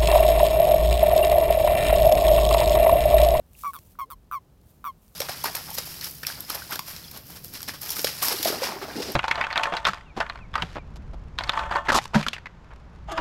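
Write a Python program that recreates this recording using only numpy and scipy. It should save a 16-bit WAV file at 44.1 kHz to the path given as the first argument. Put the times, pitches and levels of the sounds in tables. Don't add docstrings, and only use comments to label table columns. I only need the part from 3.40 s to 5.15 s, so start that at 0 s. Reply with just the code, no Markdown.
import sys
import numpy as np
from scipy import signal
from scipy.fft import rfft, irfft, next_fast_len
from scipy.io import wavfile
from scipy.ndimage import map_coordinates

SR = 44100
rng = np.random.default_rng(int(sys.argv[2]) if len(sys.argv) > 2 else 0)


def transcribe(signal):
    frames = np.atleast_2d(signal).T
    limited = np.clip(frames, -1, 1)
    pcm = np.round(limited * 32767).astype(np.int16)
    wavfile.write(sys.argv[1], SR, pcm)


N = 77175

# (frequency [Hz], level [dB])
RUMBLE_COLOUR = [(15, -52), (30, -10), (55, 2.5), (90, -3), (130, -7), (190, -8.5), (270, -15.5),
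                 (500, -20.5), (1000, -26.5), (2000, -36.5), (5000, -39.5), (15000, -50.5)]
# (time [s], relative level [dB])
RUSTLE_LEVELS = [(0, -75), (.11, -72), (.145, -62), (.19, -51.5), (.26, -52), (.30, -56), (.33, -61),
                 (.43, -63.5), (.53, -63.5), (.57, -74), (.8, -78), (1.2, -77), (1.30, -66), (1.39, -73),
                 (1.50, -68), (1.54, -75), (1.605, -75), (1.63, -64.5), (1.71, -70), (1.75, -62)]
# (frequency [Hz], level [dB])
GRASS_COLOUR = [(600, -20), (1500, -17), (2800, -7.5), (5000, -8.5), (8000, -5), (11000, -3.5), (14000, 1),
                (15900, -5.5)]
# (time [s], level [dB], centre frequency [Hz], width [octaves], length [s])
TICKS_AND_THUDS = [(0.1503, -51, 2500, .13, 0.0046), (0.213, -41, 10100, 0.66, 0.0018),
                   (0.3867, -44, 9000, 5.4, 0.005), (0.38, -50.5, 55, 0.74, .03),
                   (0.552, -57.5, 1150, 0.45, .005), (0.66, -62, 13100, 0.33, .002),
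                   (0.723, -52, 48, 0.37, 0.063), (1.680, -52.5, 9500, 3, 0.0013)]
# (start [s], first gap [s], burst spacing [s], bursts [count], first burst length [s],
# call length [s], first pitch [Hz], held pitch [Hz], pitch fall [Hz], level [dB], held note gain [dB],
# treble gain [dB], nasal gain [dB], squeeze [0-1])
CALLS = [ (0.2352, 0.0088, 0.0057, 4, 0.0054, 0.085, 1110, 1141, 50, -23.5, 1, -3, -2, 0.2),
         (0.334, 0.0046, .0059, 6, 0.0027, 0.064, 1261, 1119, 75, -34, -8, 2, 1.5, 0.92),
         (0.5878, 0.00645, 0.0079, 3, 0.00664, 0.068, 1083, 1092, 54.4, -25, 0, 1.5, 2.5, 0.24),
         (0.7019, 0.00622, 0.006, 4, .0040, 0.05, 1186, 1073, 59.3, -33.5, -2.5, 3.5, -2, 0.88),
         (0.913, 0.0089, .0064, 5, 0.00409, 0.082, 1156, 1146, 149, -23, -1.5, -1, -3.5, 0.29),
         (1.4417, 0.0081, 0.0058, 6, 0.004, 0.078, 1172, 1110, 82, -25, -2.5, 1.5, 6.5, 0.23)]
# (frequency [Hz], level [dB])
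OPEN_THROAT = [(1300, 0), (2000, -22.5), (2350, -18), (3300, -36.5), (4400, -37), (5000, -49.5),
               (5700, -29.5), (6600, -44.5), (7600, -50), (8700, -41), (9700, -34.5), (10800, -63),
               (12300, -33.5), (13200, -45), (14400, -23.5), (15800, -37)]
# (frequency [Hz], level [dB])
SQUEEZED_THROAT = [(1400, -20), (2200, -23), (3500, -13.5), (5000, -23), (7200, -28.5), (10000, -20.5),
                   (11500, -14.5), (13500, -23.5), (15300, -18)]
# (frequency [Hz], level [dB])
AIR_COLOUR = [(700, -11), (1500, 7), (3500, 3), (7000, -38), (11000, -2), (15000, 1.5)]


def amp(db):
    return 10 ** (np.asarray(db) / 20)


def unit(x):
    return x / np.sqrt(np.mean(x ** 2) + 1e-20)


def level_at(colour, hz):
    freqs, levels = np.transpose(colour)
    return np.interp(np.log(hz + 1), np.log(freqs + 1), levels)


def wobble(per_s):
    return map_coordinates(rng.standard_normal(N // 8), [np.arange(N) * per_s / SR], mode="wrap")


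def filtered(x, response):
    size = next_fast_len(N + SR // 4)
    return irfft(rfft(x, size) * response(np.fft.rfftfreq(size, 1 / SR)), size)[:N]


def noise(colour):
    return unit(filtered(rng.standard_normal(N), lambda hz: amp(level_at(colour, hz))))


def add(out, start_s, x):
    i = max(round(start_s * SR), 0)
    out[i:i + len(x)] += x[:len(out) - i]


def rumble(level_db=-56.5, sway_db=0.6):
    return amp(level_db - sway_db * wobble(6.2)) * noise(RUMBLE_COLOUR)


def grass(snaps_per_s=130, snap_s=0.0003, snap_db=-8.5):
    level_db = 2 + np.interp(np.arange(N) / SR, *np.transpose(RUSTLE_LEVELS))
    flicker = amp(2.2 * wobble(700) + 0.8 * wobble(44.43))
    clicks = (rng.random(N) < snaps_per_s / SR) * rng.exponential(size=N)
    snap_fade = np.exp(-np.arange(SR // 100) / SR / snap_s)
    snaps = signal.fftconvolve(clicks, snap_fade)[:N]
    swish = unit(flicker * noise(GRASS_COLOUR))
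    crackle = amp(snap_db) * unit(snaps * noise(GRASS_COLOUR))
    return amp(level_db) * (swish + crackle)


def ticks_and_thuds():
    out, t = np.zeros(N), np.arange(SR // 8) / SR
    for start, level_db, centre_hz, octaves, length in TICKS_AND_THUDS:
        hiss = rng.standard_normal(N)
        band = filtered(hiss, lambda hz: np.exp(-.5 * (np.log2((hz + 1) / centre_hz) / octaves) ** 2))
        u = 2 * t / length
        puff = u * np.exp((1 - u ** 2) / 2)
        add(out, start, amp(level_db) * puff * unit(band)[:len(t)])
    return out


def voice_box_effort(t, openings, burst_s, length, held_db, rise_s=0.0041, release_s=0.018):
    held_at = openings[-1]
    fade = 1 - 0.94 * (t - held_at) / (length - held_at)
    effort = amp(held_db) * np.clip((t - held_at) / rise_s, 0, 1) * fade
    effort *= np.clip((length - t) / release_s, 0, 1)
    for k, start in enumerate(openings[:-1]):
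        progress = np.clip((t - start) / (burst_s + k * 0.00072), 0, 1)
        burst = np.abs(np.sin(np.pi * progress ** 0.96)) ** 1.346
        effort = np.maximum(effort, burst * amp(-2 * 0.17 ** k))
    return effort


def release_call(gap, spacing, bursts, burst_s, length, first_hz, held_hz, fall_hz,
                 level_db, held_db, treble_db, nasal_db, squeeze):
    t = np.arange(int(length * SR)) / SR
    openings = np.append(0, gap + spacing * np.arange(bursts))
    held_at = openings[-1]
    effort = voice_box_effort(t, openings, burst_s, length, held_db)
    since_opening = t - openings[np.searchsorted(openings, t, side="right") - 1]
    pitch_kick = 0.15 * np.exp(-since_opening / 0.0019) * np.interp(t, [0, held_at], [1, .5])
    puff = np.exp(-since_opening / 0.0023)
    bright_db = treble_db + 9.5 * puff - 99 * (t - held_at)
    roughness = np.interp(t, [0, held_at, length], [0.025, 0.003 + squeeze * 0.031, 0.003])
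    shake = roughness * wobble(1100)[:len(t)]
    glide = np.interp(t, [0, held_at, length], [first_hz, held_hz, held_hz - fall_hz])
    pitch = glide * (1 + pitch_kick + shake)
    phase = 2 * np.pi * np.cumsum(pitch) / SR
    voice = np.sin(phase)
    nasal_hz, nasal_width_hz, bright_hz = 3350, 570, 11000
    for k in range(2, 16):
        hz = k * pitch
        colour_db = (1 - squeeze) * level_at(OPEN_THROAT, hz) + squeeze * level_at(SQUEEZED_THROAT, hz)
        colour_db += nasal_db * np.exp(-.5 * ((hz - nasal_hz) / nasal_width_hz) ** 2)
        colour_db -= 7.5 * np.clip(1 - t / held_at, 0, 1) / (k - 1)
        colour_db += 2.5 * wobble(244)[:len(t)]
        height = hz / bright_hz
        gain = amp(colour_db + bright_db * height) * effort ** (0.18 * height)
        voice += gain * np.sin(k * phase + rng.normal(0, 0.28))
    air_db = treble_db - 17.5 + 4 * squeeze
    air = amp(air_db) * puff * noise(AIR_COLOUR)[:len(t)]
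    return amp(level_db) * effort * (voice + air)


def toads():
    out = np.zeros(N)
    for start, *call in CALLS:
        add(out, start, release_call(*call))
    return out


def echo(x, level_db=-30, fade_s=0.12):
    t = np.arange(SR // 4) / SR
    tail = rng.standard_normal(len(t)) * amp(-60 * t / fade_s)
    return amp(level_db) * signal.fftconvolve(x, tail / np.linalg.norm(tail))[:N]


def hoot(start_s=0.65, length_s=0.066, from_hz=417.3, to_hz=644, level_db=-59.5):
    out, progress = np.zeros(N), np.linspace(0, 1, int(length_s * SR))
    pitch = from_hz + (to_hz - from_hz) * progress ** 2
    tone = np.sin(2 * np.pi * np.cumsum(pitch) / SR)
    add(out, start_s, amp(level_db) * np.sin(np.pi * progress) * tone)
    return out


def scene():
    calls = toads()
    return (calls + echo(calls) + grass() + ticks_and_thuds() + hoot() + rumble())[None]


def record(dry):
    top_hz = 16000
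    return np.array([filtered(x, lambda hz: 1 / np.sqrt(1 + (hz / top_hz) ** 200)) for x in dry])


dry = scene()
out = record(dry)
transcribe(out)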